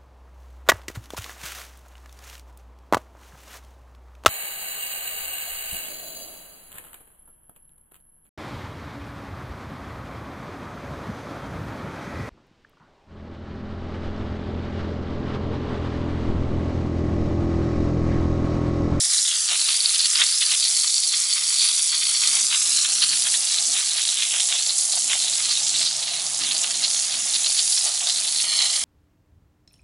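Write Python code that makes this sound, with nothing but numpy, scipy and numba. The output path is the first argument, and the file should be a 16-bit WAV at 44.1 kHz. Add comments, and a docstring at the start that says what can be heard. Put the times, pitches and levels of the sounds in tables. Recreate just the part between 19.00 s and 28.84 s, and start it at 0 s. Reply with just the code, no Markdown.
"""A narrow hose jet sweeps a brick wall a few metres off, across a lawn. From the start, fine drops
crackle into mist, bigger slugs slap and ring the air they trap in mortar joints, ledge and ground
echo, run-off patters below and far traffic hums. From 0.3 s, surges of heavy water come irregularly.
From 3.1 s, far engine notes fade in and out and the traffic grows. The ledge echo all but vanishes
at 4.5 s and returns near 9.5 s."""
import sys
import numpy as np
from scipy import signal
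from scipy.fft import rfft, irfft
from scipy.io import wavfile
from scipy.ndimage import uniform_filter1d, map_coordinates
from numba import njit

SR = 44100
rng = np.random.default_rng(int(sys.argv[2]) if len(sys.argv) > 2 else 0)


def pcm_store(signal):
    """Save signal as 16-bit PCM."""
    levels = np.round(np.clip(np.atleast_2d(signal), -1, 1) * 32767)
    wavfile.write(sys.argv[1], SR, levels.astype(np.int16).T)


N = 433944

# Jet between surges: t/s, mist/dB, spray, ring, slaps (each /dB re mist), ring f/Hz, run-off/dB
JET = [(0, -23.5, -2, -1.5, -14.5, 5000, -54.5), (0.4, -24, -5.5, -4, -14, 4760, -59),
       (0.7, -26, -0.5, -0.3, -9, 4370, -56), (1.3, -24.5, -1, -1.2, -11, 4830, -59),
       (2, -24.5, -4, -2, -15, 4670, -57.0), (2.7, -26, 0, -1.3, -11.5, 4470, -60),
       (3.5, -23, -4, -5, -14.5, 4570, -57.5), (4.2, -25.5, -1.5, -1.5, -11.5, 4430, -53.5),
       (4.7, -25.5, -3.5, -3.7, -11.5, 4430, -49.5), (5.2, -26.5, -2.5, -2.5, -12.5, 3720, -54.5),
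       (5.8, -24.5, -3, -6.5, -16.5, 4500, -51.5), (6.3, -26, -4, -1.9, -12.2, 4240, -48.5),
       (6.9, -27.0, -6.5, -0.4, -10.5, 4460, -50.0), (7.2, -30, -3, -1.5, -11, 4340, -46.5),
       (7.6, -27.5, -5.6, -1.6, -10.5, 4330, -46.5), (8.3, -27.5, -2.5, -4.5, -10.5, 4310, -50),
       (8.7, -26.4, -0.5, -1.1, -13.8, 4600, -52), (9.3, -26.5, -3, -1.7, -12.5, 4430, -51.2),
       (9.84, -26, -3.5, -2.2, -10.5, 4170, -47.5)]
# Heavy water: centre t/s, length/s, slap lift/dB, ring lift/dB, ring f/Hz, run-off lift/dB
SURGES = [(0.306, 0.13, 3, 3, 3530, -3), (0.521, 0.087, 9.5, -7, 3540, 12), (0.696, 0.089, 4, 7.5, 3730, 3),
          (0.808, 0.022, -2, 12, 4300, -9), (0.952, 0.022, 6.5, 11, 4070, -2),
          (1, 0.019, 7.5, 15, 4580, -5), (1.052, 0.028, 5, 11, 4250, -6), (1.158, 0.025, 7, 11, 4500, 0),
          (1.207, 0.084, 11, 2, 4340, 6), (1.42, 0.034, 2, 10, 3550, 7), (1.532, 0.052, 7, 1, 3600, 7),
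          (1.633, 0.073, 1, 8, 4300, 3), (1.845, 0.02, 9, 4, 4300, -1), (2.135, 0.045, 6.5, 9.5, 4100, -8),
          (2.625, 0.15, 3, 14.5, 4180, 5), (2.94, 0.067, 10.5, 9.5, 4270, 4), (3.024, 0.028, 6, 5, 3870, 2),
          (3.246, 0.1, 5.5, 8, 4200, 1), (3.36, 0.088, 7, 4, 4600, 9), (3.53, 0.062, 10, 9, 3800, 8.5),
          (3.853, 0.016, 7, 4, 3600, -5), (4.03, 0.053, 9.5, 13, 3920, -3), (4.12, 0.079, 8, 7, 4550, 3),
          (4.264, 0.044, 12, -7, 3360, 8), (4.343, 0.028, 6, 2, 3690, 1), (4.768, 0.082, 7, 1, 3450, 3),
          (4.984, 0.034, 9, 11, 4000, 5), (5.178, 0.025, -2, 8, 3570, 7), (5.348, 0.11, 3, 2, 2890, 8),
          (5.534, 0.093, 5, 6, 3670, 11), (5.7, 0.043, 6, 14, 4270, 6), (5.935, 0.04, 0, 13, 4240, 5),
          (5.974, 0.021, 11, 7, 4830, 10), (6.118, 0.091, 9, 1, 3020, 7), (6.388, 0.024, 2, -10, 3150, 2),
          (6.514, 0.042, 5, 14, 4680, -6), (6.565, 0.039, -1, 5, 3900, -3), (6.753, 0.029, 1, 12, 4100, -3),
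          (6.823, 0.074, 4, 14, 4160, 0), (6.884, 0.066, -1, 12.5, 4200, 1), (7.03, 0.016, -4, 9, 3960, 2),
          (7.412, 0.048, 7, 12, 4330, -2), (7.49, 0.15, 2, -1, 3750, -2), (7.521, 0.03, 4, 10, 4100, 3),
          (7.554, 0.023, -1, 11, 4300, 5), (7.644, 0.037, 3, 9, 3840, 6), (7.845, 0.041, 6, 15.5, 4200, -3),
          (8.13, 0.079, 3, 8, 3770, 2), (8.357, 0.044, 4, 17.5, 4080, 2.5), (8.466, 0.023, 2, 14, 4140, 4),
          (8.593, 0.033, 5, 18, 4200, -3), (8.776, 0.025, 6, 11, 4970, 3), (8.864, 0.11, 2.5, 4, 3980, 9.5),
          (9.024, 0.047, 1, -15, 3170, 10.5), (9.082, 0.052, 4, 7, 4400, 7), (9.21, 0.039, 5, -9, 4900, 1),
          (9.28, 0.019, -5, 8, 4200, 5.5), (9.402, 0.042, -3, 10, 4000, -4),
          (9.618, 0.13, 7, 11.5, 4080, 2)]
# Landing spot: t/s, mist peak f/Hz, peak level/dB re mist, left minus right/dB
AIM = [(0, 8600, -22, -.9), (.6, 7500, -39, -.7), (2.2, 7550, -19, -1), (3.0, 7800, -32, -.7),
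       (4.0, 7800, -25, -1.2), (5.1, 7430, -24, -1.8), (5.85, 7330, -12, -1.8), (6.4, 7130, -22, -1.9),
       (7.4, 7000, -14.5, -2.5), (8.4, 7130, -12, -2), (9.84, 7100, -29, -1.7)]
# Echoes moving with the aim: t/s, ledge delay/ms, ledge level/dB, ground delay/ms
ECHOES = [(0, 0.53, -7, 1.5), (.45, 0.61, -8, 2.3), (.75, 0.87, -15, 1.5), (1.3, 0.51, -20, 1.93),
          (1.75, 0.92, -12, 1.95), (2.4, 0.84, -8.5, 1.93), (3.4, .86, -8, 1.9), (3.7, 0.76, -8.5, 1.7),
          (4.1, 0.68, -8, 1.93), (4.5, .7, -47, 1.76), (6.3, 0.83, -43, 1.96), (6.7, 0.74, -30, 1.82),
          (8.3, 0.49, -29, 1.9), (9.2, 0.83, -36, 1.95), (9.5, 0.88, -1, 2.1), (9.84, .87, -12, 1.8)]
# Traffic rumble: t/s, deep level/dB, upper level/dB
TRAFFIC_LEVELS = [(0, -79, -75), (0.3, -80, -80), (0.6, -68, -62), (0.8, -74, -70), (2.7, -79.5, -76),
                  (3.6, -68, -61.5), (4.2, -66, -60.5), (4.6, -67, -62), (5.2, -71.5, -67.5),
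                  (6, -71, -61.5), (6.5, -61, -59), (7.6, -63, -56), (8.2, -66, -61), (8.7, -71, -67),
                  (9.2, -71, -63), (9.84, -66, -65)]
# Engine notes: start t/s, end t/s, first f/Hz, last f/Hz, fundamental/dB, octave/dB
ENGINE_NOTES = [(3.106, 4.307, 122.4, 139.4, -79, -62.5), (3.95, 4.35, 148, 159, -60, -76),
                (6.1, 7.6, 140, 141.2, -62, -73), (7.45, 10.1, 104.8, 104.6, -78.5, -67)]
# Spectral shapes: f/Hz, relative level/dB
MIST_SHAPE = [(3000, -35), (4800, -5.5), (5600, -1), (6700, 0), (7600, 0.5), (8500, -1.5), (9500, -18)]
SPRAY_SHAPE = [(7500, -23.5), (8600, 1), (9300, 7), (10500, 10), (12000, -7.5)]
SLAP_SHAPE = [(700, -23.5), (1200, -8), (1600, -7), (2000, -3), (2500, -1), (3100, 1.5), (3800, 4),
              (5000, -31)]
RUNOFF_SHAPE = [(350, -43.5), (500, -9), (700, 2), (850, -0.5), (1000, -6.5), (1300, -5), (2000, -30)]
DEEP_TRAFFIC_SHAPE = [(25, -24), (50, -16), (80, -6), (130, 2.5), (170, -1.5), (200, -11), (280, -37)]
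UPPER_TRAFFIC_SHAPE = [(120, -26), (185, -1.5), (215, 0.5), (270, 1), (369, -2.5), (430, -6), (520, -20),
                       (700, -37)]


def undb(db):
    return 10 ** (np.asarray(db) / 20)


def unit(x):
    return x / np.sqrt(np.mean(x ** 2))


def curves(table):
    """Columns after t/s, interpolated per sample."""
    t_s, *columns = np.transpose(table)
    return [np.interp(np.arange(N) / SR, t_s, c) for c in columns]


def walk(rate_hz):
    """Random steps, smoothed twice; deviation near 1."""
    hold = int(SR / rate_hz)
    steps = rng.standard_normal(N)[np.arange(N) // hold]
    return 1.286 * uniform_filter1d(uniform_filter1d(steps, hold), hold)


def colour(pair, shape, size=8192):
    """Minimum-phase filter via the cepstrum; output rms 1."""
    hz, db = np.transpose(shape)
    log_hz = np.log(np.arange(size // 2 + 1) * SR / size + 1)
    log_gain = np.interp(log_hz, np.log(hz), db, left=db[0] - 19) * np.log(10) / 20
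    cepstrum = irfft(log_gain)
    cepstrum[1:size // 2] *= 2
    cepstrum[size // 2 + 1:] = 0
    response = irfft(np.exp(rfft(cepstrum)))
    return unit(signal.fftconvolve(pair, response[None], axes=1)[:, :N])


@njit
def bandpass(x, hz, width_hz):
    """State-variable filter, retuned per sample."""
    y, band, low = np.empty(len(x)), 0., 0.
    for i in range(len(x)):
        g, damping = np.tan(np.pi * hz[i] / SR), width_hz / hz[i]
        v = (band + g * (x[i] - low)) / (1 + g * (g + damping))
        band, low, y[i] = 2 * v - band, low + 2 * g * v, damping * v
    return y


def resonate(channels, hz, width_hz):
    """Band-pass twice for steep skirts; output rms 1."""
    return unit(np.array([bandpass(bandpass(c, hz, width_hz), hz, width_hz) for c in channels]))


def delay(pair, ms):
    at = np.arange(N) - ms * SR / 1000
    return np.array([map_coordinates(c, [at], order=3, mode="nearest") for c in pair])


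def drops(rate_hz, scatter_db, decay_ms):
    """Random impacts of uneven size, each a decaying noise burst."""
    chance, size = rng.random((2, N))
    hits = (chance < rate_hz / SR) * undb(np.minimum(-scatter_db * np.log(1 - size), 6))
    pole = np.exp(-1000 / (decay_ms * SR))
    return unit(signal.lfilter([1], [1, -pole], hits) * rng.standard_normal(N))


def spread(x, hiss_db, side_db):
    """Mono to stereo: add steady hiss, and side noise that follows the level."""
    hiss, side = rng.standard_normal((2, N))
    envelope = np.sqrt(uniform_filter1d(x ** 2, size=600) + undb(2 * hiss_db))
    return x + undb(hiss_db) * hiss + undb(side_db) * envelope * side * np.array([[1], [-1]])


def surge_curves(rise=0.34, fall=0.51):
    """Lifts, 0-1 weight and pitch of the surges; rise and fall are shares of their length."""
    slap_db, ring_db, runoff_db, weight, pitch_hz = np.zeros((5, N))
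    t = np.arange(N) / SR
    for centre_s, length_s, slap_up_db, ring_up_db, hz, runoff_up_db in SURGES:
        span = slice(max(int((centre_s - 2 * length_s) * SR), 0), int((centre_s + 2 * length_s) * SR))
        offset_s = t[span] - centre_s
        bump = np.exp(-(offset_s / (np.where(offset_s < 0, rise, fall) * length_s)) ** 2)
        slap_db[span] += slap_up_db * bump
        ring_db[span] += ring_up_db * bump
        runoff_db[span] += runoff_up_db * bump
        pitch_hz[span] = np.where(bump > weight[span], hz, pitch_hz[span])
        weight[span] = np.maximum(weight[span], bump)
    return slap_db, ring_db, runoff_db, weight, pitch_hz


def mist(stream, peak_hz, peak_db):
    """Fine drops burst on brick; a faint treble peak follows the aim."""
    impacts = spread(stream, hiss_db=-1.7, side_db=-15.5)
    peak = resonate(impacts, peak_hz * (1 + 0.012 * walk(5.8)), width_hz=1060.)
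    crackle = unit(colour(impacts, MIST_SHAPE) + undb(peak_db) * peak)
    return crackle * undb(0.77 * walk(40) + 0.77 * walk(7))


def spray(stream):
    """The finest drops sizzle above the mist."""
    impacts = spread(stream + 1.3 * drops(1200, 4.9, 0.11), hiss_db=-0.17, side_db=-14)
    return colour(impacts, SPRAY_SHAPE) * undb(1.2 * walk(6.4) + 0.51 * walk(40))


def pocket_ring(slugs, ring_hz):
    """Slugs ring air trapped in the joints; pocket sizes vary, so the pitch wanders."""
    impacts = spread(slugs, hiss_db=-3, side_db=-25)
    narrow = resonate(impacts, ring_hz * (1 + 0.059 * walk(25)), width_hz=770.)
    broad = resonate(impacts, 0.92 * ring_hz, width_hz=2180.)
    return unit(narrow + 2.03 * broad) * undb(0.66 * walk(13) + 1.36 * walk(45))


def slaps(slugs, ring_hz):
    """Heavy water hits the wall: a broad smack below the ring."""
    impacts = spread(slugs + 1.18 * drops(120, 3.6, 3.2), hiss_db=2, side_db=-7.5)
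    body = resonate(impacts, 0.735 * ring_hz * (1 + 0.13 * walk(40)), width_hz=320.)
    smack = unit(colour(impacts, SLAP_SHAPE) + 0.19 * body)
    return smack * undb(1.76 * walk(8.5) + 0.72 * walk(25))


def echoes(direct, ground_db=-22.5, tail_db=-13, t60_s=0.038):
    """Direct sound plus ledge and ground echoes and scatter off porch and house fronts."""
    ledge_ms, ledge_db, ground_ms = curves(ECHOES)
    dull = signal.sosfilt(signal.butter(1, 5900, fs=SR, output="sos"), direct)  # brick scatters treble
    ledge = undb(ledge_db) * delay(dull, ledge_ms + 0.025 * walk(5.4))
    ground = undb(ground_db) * delay(direct, ground_ms)
    t = np.arange(SR // 4) / SR
    response = rng.standard_normal(len(t)) * undb(-60 * t / t60_s) * (t > .003)
    tail = signal.fftconvolve(direct, response[None] / np.linalg.norm(response), axes=1)[:, :N]
    return direct + ledge + ground + undb(tail_db) * tail


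def runoff(level_db):
    """Water off the wall patters on wet soil, slightly right."""
    patter = colour(spread(drops(150, 2.2, 9.6), hiss_db=-0.36, side_db=-7), RUNOFF_SHAPE)
    return patter * undb(level_db + 0.98 * walk(22) + np.array([[-.4], [.4]]))


def traffic():
    """Far road: two bands of rumble with a partly shared flutter."""
    deep_db, upper_db = np.array(curves(TRAFFIC_LEVELS)) + 1.8 * walk(13)
    deep = colour(spread(rng.standard_normal(N), hiss_db=-9, side_db=-18), DEEP_TRAFFIC_SHAPE)
    upper = colour(spread(rng.standard_normal(N), hiss_db=-5.5, side_db=-11), UPPER_TRAFFIC_SHAPE)
    return deep * undb(deep_db + 1.4 * walk(12)) + upper * undb(upper_db + 2 * walk(15))


def slug_clusters(mist_db, re_mist_db=-9):
    """One cluster per surge: dense impacts swell, ring at their own pitch and die."""
    out = np.zeros(N)
    impacts = drops(900, 1.7, 0.85)
    for centre_s, length_s, _, ring_up_db, hz, _ in SURGES:
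        start = int((centre_s - length_s / 2) * SR)
        t = np.arange(min(int(3 * length_s * SR), N - start)) / SR
        span = slice(start, start + len(t))
        pitch_hz = hz * (1 + 0.5 * t)  # pockets shrink as they burst
        ring = resonate([impacts[span]], pitch_hz, width_hz=1060.)[0]
        body = resonate([impacts[span]], .55 * pitch_hz, width_hz=1800.)[0]
        envelope = (1 - np.exp(-t / (0.21 * length_s))) * np.exp(-(t / (0.74 * length_s)) ** 2)
        out[span] += undb(mist_db[start] + re_mist_db + ring_up_db) * (ring + 0.071 * body) * envelope
    return out


def engines(fade_s=0.19):
    """Far engines: each a rough, wavering note and its octave."""
    out, t = np.zeros(N), np.arange(N) / SR
    for start_s, end_s, first_hz, last_hz, low_db, octave_db in ENGINE_NOTES:
        hz = np.interp(t, [start_s, end_s], [first_hz, last_hz])
        phase = 2 * np.pi * np.cumsum(hz * (1 + 0.014 * walk(11) + 0.0262 * walk(70))) / SR
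        fade = np.clip(np.minimum(t - start_s, end_s - t) / fade_s, 0, 1)
        low = undb(low_db + 1.4 * walk(14)) * np.sin(phase)
        octave = undb(octave_db + 2.3 * walk(13)) * np.sin(2 * phase)
        out += fade * np.sqrt(2) * (low + octave)
    return out


def scene():
    """Jet on the wall over run-off and traffic; one drop stream makes its bands crackle together."""
    mist_db, spray_db, ring_db, slap_db, base_hz, runoff_db = curves(JET)
    slap_up_db, ring_up_db, runoff_up_db, surge_weight, surge_hz = surge_curves()
    peak_hz, peak_db, pan_db = curves(AIM)
    ring_hz = (base_hz + 0.82 * surge_weight * (surge_hz - base_hz)) * (1 + 0.026 * walk(9.8))
    stream = drops(rate_hz=700, scatter_db=2.5, decay_ms=.12)
    slugs = .5 * stream + drops(rate_hz=220, scatter_db=3.5, decay_ms=1.06)
    flutter = walk(18)
    # mist and spray dip as the slaps rise
    splash = mist(stream, peak_hz, peak_db) * undb(0.81 * flutter - 0.11 * slap_up_db)
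    splash += spray(stream) * undb(spray_db + 0.72 * flutter - 0.061 * slap_up_db)
    splash += pocket_ring(slugs, ring_hz) * undb(ring_db + 0.18 * flutter + 0.38 * ring_up_db)
    splash += slaps(slugs, ring_hz) * undb(slap_db + 0.26 * flutter + slap_up_db)
    wall = echoes(splash * undb(mist_db) + slug_clusters(mist_db))
    pan = undb(np.array([pan_db, -pan_db]) / 2)
    return wall * pan + runoff(runoff_db + runoff_up_db) + traffic() + engines()


def record(dry, bass_hz=110, top_hz=11000):
    """A small camera rounds the loudest splashes, thins the bass and cuts the top."""
    rounded = np.tanh(1.143 * dry) / 1.014
    thin = signal.sosfilt(signal.butter(1, bass_hz, "high", fs=SR, output="sos"), rounded)
    return signal.sosfilt(signal.ellip(16, .3, 100, top_hz, fs=SR, output="sos"), thin)


dry = scene()
out = record(dry)
pcm_store(out)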